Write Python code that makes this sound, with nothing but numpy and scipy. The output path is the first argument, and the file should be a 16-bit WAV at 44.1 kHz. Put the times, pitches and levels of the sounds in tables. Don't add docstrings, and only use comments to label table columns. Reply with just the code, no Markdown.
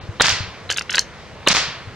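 import sys
import numpy as np
from scipy import signal
from scipy.fft import rfft, irfft, next_fast_len
from scipy.io import wavfile
from scipy.ndimage import uniform_filter1d

SR = 44100
rng = np.random.default_rng(int(sys.argv[2]) if len(sys.argv) > 2 else 0)


def store_pcm(level_fs):
    pcm = np.round(np.clip(level_fs, -1, 1) * 32767).astype(np.int16)
    wavfile.write(sys.argv[1], SR, np.atleast_2d(pcm).T)


N = 85995


def undb(db):
    return 10 ** (np.asarray(db) / 20)


def curve(points, hz):
    p = np.array(points, float)
    return np.interp(np.log(np.maximum(hz, 1)), np.log(p[:, 0]), p[:, 1])


def fade(t60, size=8192):
    return np.exp(-np.log(1000) * np.arange(size) / SR / max(t60, 1e-4))


def rise(attack_s, size=8192):
    return 1 - np.exp(-np.arange(size) / SR / attack_s)


def at_level(x, db):
    return x * undb(db) * np.sqrt(SR / 1000 / np.mean(np.sum(x ** 2, axis=-1)))


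def colour(x, points, tilt=0, size=4096):
    hz = np.arange(size // 2 + 1) * SR / size
    gain_db = curve(points, hz) + tilt * np.log2(np.clip(hz, 500, 8000) / 2000)
    cepstrum = irfft(np.log(undb(gain_db)))
    cepstrum[1:size // 2] *= 2
    cepstrum[size // 2 + 1:] = 0
    response = irfft(np.exp(rfft(cepstrum)))
    return signal.fftconvolve(np.atleast_2d(x), response[None], axes=1)[:, :np.shape(x)[-1]]


def bands(x, count=18):
    centres = np.geomspace(40, 16000, count)
    hz = np.arange(N // 2 + 1) * SR / N
    spectrum = rfft(x)
    return [(centre, irfft(spectrum * curve(list(zip(centres, weights)), hz), N))
            for centre, weights in zip(centres, np.eye(count))]


def drift(rate_hz):
    hold = int(SR / rate_hz)
    return uniform_filter1d(np.repeat(rng.standard_normal(N // hold + 1), hold), hold)[:N]


def add(out, s, x):
    i = int(round(s * SR))
    out[:, i:i + x.shape[1]] += x[:, :N - i]


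# (frequency [Hz], side minus mid [dB])
FAR_WIDTH = [(60, -6), (200, -11.5), (400, -11.5), (1300, -12), (2400, -14), (4400, -4), (8000, 0),
             (15000, 1)]
NEAR_WIDTH = [(100, -3), (1300, -29), (2400, -17), (4400, -10), (15000, -10)]

def spread(pair, width):
    side = colour(pair[1], width)[0]
    return np.array([pair[0] + side, pair[0] - side])


def from_right(x, lag_s=0.00004):
    hz = np.arange(N // 2 + 1) * SR / N
    late_left = irfft(rfft(x[0]) * np.exp(-2j * np.pi * hz * lag_s), N)
    return np.array([late_left, x[1]])


def burst(t60, width, size=8192):
    return spread(rng.standard_normal((2, size)) * fade(t60, size), width)


def contact(t60, rough, width, size=8192):
    noise = rng.standard_normal((2, size))
    pair = rough * noise * np.abs(noise) / np.sqrt(3) * fade(t60, size)
    pair[0, 0] += 2
    return spread(pair, width)


def ring(hz, t60, size=8192):
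    return (np.sin(2 * np.pi * hz * np.arange(size) / SR) * fade(t60, size))[None]


# (frequency [Hz], level [dB])
AIR_SPECTRUM = [(15, -39), (25, -22), (55, -3.5), (96, -3), (175, -6), (292, -12.5), (488, -8.5),
                (622, -10.5), (772, -12.5), (1010, -12.5), (1220, -14), (1320, -15.5), (2040, -14.5),
                (2750, -20), (3900, -23), (6170, -31), (15900, -64.5)]

def air(level_db=-39, rumble_below_hz=200, rumble_waver_db=0.6, hush_waver_db=1.6):
    noise = spread(rng.standard_normal((2, N)), FAR_WIDTH)
    out = np.zeros((2, N))
    for hz, band in bands(from_right(colour(noise, AIR_SPECTRUM))):
        waver_db = rumble_waver_db if hz < rumble_below_hz else hush_waver_db
        out += band * undb(drift(rate_hz=13.44) * waver_db)
    return out * undb(level_db) / out.mean(0).std()


# (time [s], level [dB], pitch [Hz], t60 [s])
MIC_BUMPS = [(.036, -20, 102, 0.062), (.089, -12, 102.6, 0.074), (.238, -17, 155, .06),
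             (0.292, -21, 89, 0.11), (.322, -13.5, 91, 0.1), (.404, -12, 99.4, 0.082),
             (.435, -20.5, 86, .12), (.478, -22.5, 89, 0.085), (1.504, -15.5, 183, 0.046),
             (1.562, -40, 69.5, 0.14), (1.679, -22.5, 139, 0.057), (1.871, -18.5, 105, 0.096)]

def bumps(side_db=-9.5):
    out = np.zeros((2, N))
    for s, db, hz, t60 in MIC_BUMPS:
        side = undb(side_db) * ring(hz * rng.uniform(.6, 1.18), t60)
        thump = ring(hz, t60) + side * np.array([[1], [-1]])
        add(out, s, at_level(thump * rise(attack_s=0.0017), db))
    return out


# (frequency [Hz], level [dB])
WOOD_SPECTRUM = [(30, -14), (150, -10), (350, -15), (700, -8), (1100, -3.5), (1700, -0.5), (3000, -1),
                 (4500, -0.5), (6300, -6), (8000, -17), (11000, -36.5), (16000, -56)]
# (time [s], level [dB])
SCATTER_SWELLS = [(0, 4), (.02, -5), (.034, 3), (.052, -1.5), (.066, -2), (.076, 0.5), (.09, -0.5),
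                  (.102, -1)]
# (frequency [Hz], t60 [s])
SCATTER_DECAY = [(100, 0.7), (500, 0.9), (1500, 0.65), (3000, 0.64), (6000, 0.38), (8000, 0.28),
                 (16000, 0.15)]

def wood_scatter(tilt, grain_db=1.5):
    t = np.arange(N) / SR
    swells = np.array(SCATTER_SWELLS)
    grains = rng.standard_normal((2, N)) * undb(grain_db * np.minimum(rng.exponential(size=(2, N)), 5))
    scatter = colour(spread(grains, FAR_WIDTH), WOOD_SPECTRUM, tilt)
    dying_s = np.maximum(t - swells[-1, 0], 0)
    tail = sum(band * np.exp(-np.log(1000) * dying_s / curve(SCATTER_DECAY, hz))
               for hz, band in bands(scatter / scatter.std()))
    return from_right(tail * undb(np.interp(t, *swells.T)))


def reflection():
    return contact(t60=0.0018, rough=0.39, width=FAR_WIDTH)


# (time [s], level [dB], tilt [dB/octave], left minus right [dB])
TRUNK_ECHOES = [(.2435, -12, -3.5, 1), (.2580, -6, 1.5, 1), (0.2609, -11.5, -4, -4), (0.2724, -18, 14, 6),
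                (0.2842, -5, -2.5, -13), (.3022, -9, -2.5, -4), (1.504, -10, -3, -3), (1.5094, -24, -3, 6),
                (1.5196, -14, 2, -6), (1.5289, -14.5, -5.5, 0), (1.5308, -16, 4, -6),
                (1.5498, -8.5, -3, -8), (1.5603, -25, 0, -6), (1.5684, -8.5, -3, -3),
                (1.5778, -14, -6.5, 1)]

def trunks():
    out = np.zeros((2, N))
    for s, db, tilt, pan_db in TRUNK_ECHOES:
        echo = colour(reflection(), WOOD_SPECTRUM, tilt)
        add(out, s, at_level(echo * undb([[pan_db / 2], [-pan_db / 2]]), db))
    return out


# (frequency [Hz], level [dB])
GROUND_SPECTRUM = [(100, 7), (1000, -7.5), (3000, -1.5), (4500, -6.5), (7000, -7), (16000, -11.5)]

def ground_scatter(direct, level_db=-16):
    response = colour(burst(t60=0.18, width=FAR_WIDTH), GROUND_SPECTRUM)
    response *= undb(level_db) / np.sqrt(np.sum(response ** 2) / 2)
    return signal.fftconvolve(direct.mean(0)[None], response, axes=1)[:, :N]


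# (frequency [Hz], level [dB], t60 [s])
ACTION_MODES = [(586, -12, 0.026), (1050, -7, 0.052), (1550, -12, .04), (1654, -0.5, 0.046),
                (2080, -3.5, .026), (2720, 1.5, 0.013), (3074, 1.5, 0.017), (3494, -1.5, 0.026),
                (3940, -1.5, .025), (4430, 2.5, 0.015), (4840, 3, 0.0083), (5460, 6.5, 0.0053),
                (6160, 5.5, 0.0069), (8830, -2.5, 0.0071)]
# (frequency [Hz], level [dB])
TICK_SPECTRUM = [(100, -3), (700, -15.5), (1500, 9.5), (3000, -6.5), (6500, 0.5), (8500, -7),
                 (12000, -10.5), (16000, -49)]
# (frequency [Hz], level [dB])
RIFLE_RADIATION = [(100, -16), (350, -12.5), (600, -5.5), (1200, -4.5), (1500, 1), (3000, 5.5), (6500, 0),
                   (9000, -5), (16000, -18.5)]
# (time [s], level [dB], chatter t60 [s], tilt [dB/octave], ring of the struck part [Hz])
LEVER_CLACKS = [(0.6912, -15, 0.06, 2.5, 1590), (0.6948, -12, 0.088, 2.5, 3990),
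                (0.7009, -8.5, 0.013, -1.5, 1730), (0.7137, -10, 0.021, 0, 1710),
                (0.7321, -19.5, 0.015, -1.5, 4750), (0.7623, -14, 0.02, 9.5, 3370),
                (0.7675, -15.5, 0.045, 0, 5060), (0.783, -8, 0.0097, 1, 2850),
                (0.8102, -15.5, .014, -4.5, 1430), (0.8947, -13, 0.011, 0, 1580),
                (0.8979, -14, 0.024, 1.5, 3030), (0.9153, -14, 0.061, 0, 1530),
                (0.9364, -11.5, 0.05, -2, 2020), (0.9449, -5.5, .013, 1, 4890),
                (0.9476, -13, .02, -2, 1660), (0.955, -15, 0.023, 0, 1600), (.9703, -11, 0.01, 1, 2570),
                (0.975, -24, 0.022, -2.5, 2030), (0.9799, -9, 0.0054, -5, 2110), (0.982, 0, .01, 1.5, 4280),
                (.9925, -28, 0.019, 9, 1970), (0.9987, -20, .035, 4, 3130)]

def lever():
    out = np.zeros((2, N))
    for s, db, chatter_t60, tilt, part_hz in LEVER_CLACKS:
        push = contact(chatter_t60, rough=.8, width=NEAR_WIDTH) * rise(attack_s=0.00039)
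        body = 0
        for hz, mode_db, t60 in ACTION_MODES:
            gain = undb(mode_db + 2 * rng.standard_normal())
            body += gain * ring(hz * (1 + 0.013 * rng.standard_normal()), t60)
        action, part = (signal.fftconvolve(push, modes, axes=1)[:, :push.shape[1]]
                        for modes in (body, ring(part_hz, t60=0.019)))
        tick = colour(push, TICK_SPECTRUM)
        clack = at_level(action, db=0) + at_level(part, db=-6) + at_level(tick, db=-2)
        add(out, s, at_level(colour(clack, RIFLE_RADIATION, tilt), db))
    return out + ground_scatter(out)


# (frequency [Hz], level [dB])
SNAP_SPECTRUM = [(30, 9), (300, 6), (1200, -11), (2500, -16), (4000, 11), (6500, 13), (10000, -32),
                 (16000, -36)]
FIZZ_SPECTRUM = [(30, -19), (300, -8), (1200, 7.5), (2500, -13), (4000, 6.5), (4500, -24), (16000, -47)]
SNAP_LEAD_S = 0.0102

def snap(snap_db, fizz_db):
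    out = np.zeros((2, N))
    pulse = colour(signal.unit_impulse(4096), SNAP_SPECTRUM)
    fizz = colour(burst(t60=0.063, width=FAR_WIDTH), FIZZ_SPECTRUM)
    falling = burst(t60=0.031, width=NEAR_WIDTH)[:, :int(SNAP_LEAD_S * SR)]
    swell = colour(falling[:, ::-1], FIZZ_SPECTRUM)
    add(out, 0, at_level(pulse, snap_db))
    add(out, 0, at_level(fizz, fizz_db))
    add(out, 0, at_level(swell, db=-5.5))
    return out


# (frequency [Hz], level [dB])
BLAST_SPECTRUM = [(30, -26), (150, -12.5), (280, -8), (450, -1), (1200, -1), (2200, 2), (4000, 3),
                  (6200, 2.5), (9000, -9), (12000, -30), (16000, -36)]
GAS_SPECTRUM = [(30, -14), (170, -4), (300, -5), (500, 8), (1300, -6), (2300, -20), (4000, -33), (6500, -6),
                (10000, -23), (16000, -45)]

def muzzle_blast(blast_db, ring_hz, ring_db, thud_hz, thud_db, bounce_s=0.0033):
    out = np.zeros((2, N))
    pulse = -colour(signal.unit_impulse(4096), BLAST_SPECTRUM)
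    bounce = colour(reflection(), BLAST_SPECTRUM)
    gas = colour(burst(t60=0.023, width=FAR_WIDTH), GAS_SPECTRUM)
    thud = -np.diff(ring(thud_hz, t60=0.022))
    add(out, 0, at_level(pulse, blast_db))
    add(out, 0, at_level(-ring(ring_hz, t60=0.0089), ring_db))
    add(out, 0, at_level(thud, thud_db))
    add(out, 0, at_level(gas, db=-6.5))
    add(out, bounce_s, at_level(bounce, db=-4.5))
    return out


# (blast time [s], blast [dB], snap [dB], fizz [dB], ring [Hz],
# ring [dB], thud [Hz], thud [dB], wood [dB], wood tilt [dB/octave])
RIFLE_SHOTS = [(0.2086, -9.5, -18, -6.5, 1530, -1.5, 557, -9, -17.5, -0.4),
               (1.4745, -6.5, -17, -20.5, 2950, -4, 320, -15, -15.5, -0.53)]

def shots():
    out = np.zeros((2, N))
    for s, blast_db, snap_db, fizz_db, ring_hz, ring_db, thud_hz, thud_db, wood_db, tilt in RIFLE_SHOTS:
        add(out, s - SNAP_LEAD_S, snap(snap_db, fizz_db))
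        add(out, s, muzzle_blast(blast_db, ring_hz, ring_db, thud_hz, thud_db))
        add(out, s, undb(wood_db) * wood_scatter(tilt))
    return out


def scene():
    return shots() + trunks() + lever() + bumps() + air()


def record(dry, split_hz=4150, treble_lag_s=0.0103, top_hz=15900):
    size = next_fast_len(2 * N)
    hz = np.arange(size // 2 + 1) * SR / size
    treble = .5 + .5 * np.tanh((hz - split_hz) / 120)
    lag = np.sqrt(1 - treble) + np.sqrt(treble) * np.exp(-2j * np.pi * hz * treble_lag_s)
    lagged = irfft(rfft(dry, size) * lag, size)[:, :N]
    clipped = np.clip(lagged, -1, 1)
    dip_s, dip_db, recovery_s = 1.5315, -13, 0.011
    since = np.arange(N) / SR - dip_s
    dip = undb(dip_db * (since > 0) * np.exp(-(since / recovery_s) ** 2))
    lowpass = signal.ellip(8, .2, 70, top_hz, fs=SR, output="sos")
    return signal.sosfilt(lowpass, clipped * dip)


dry = scene()
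out = record(dry)
store_pcm(out)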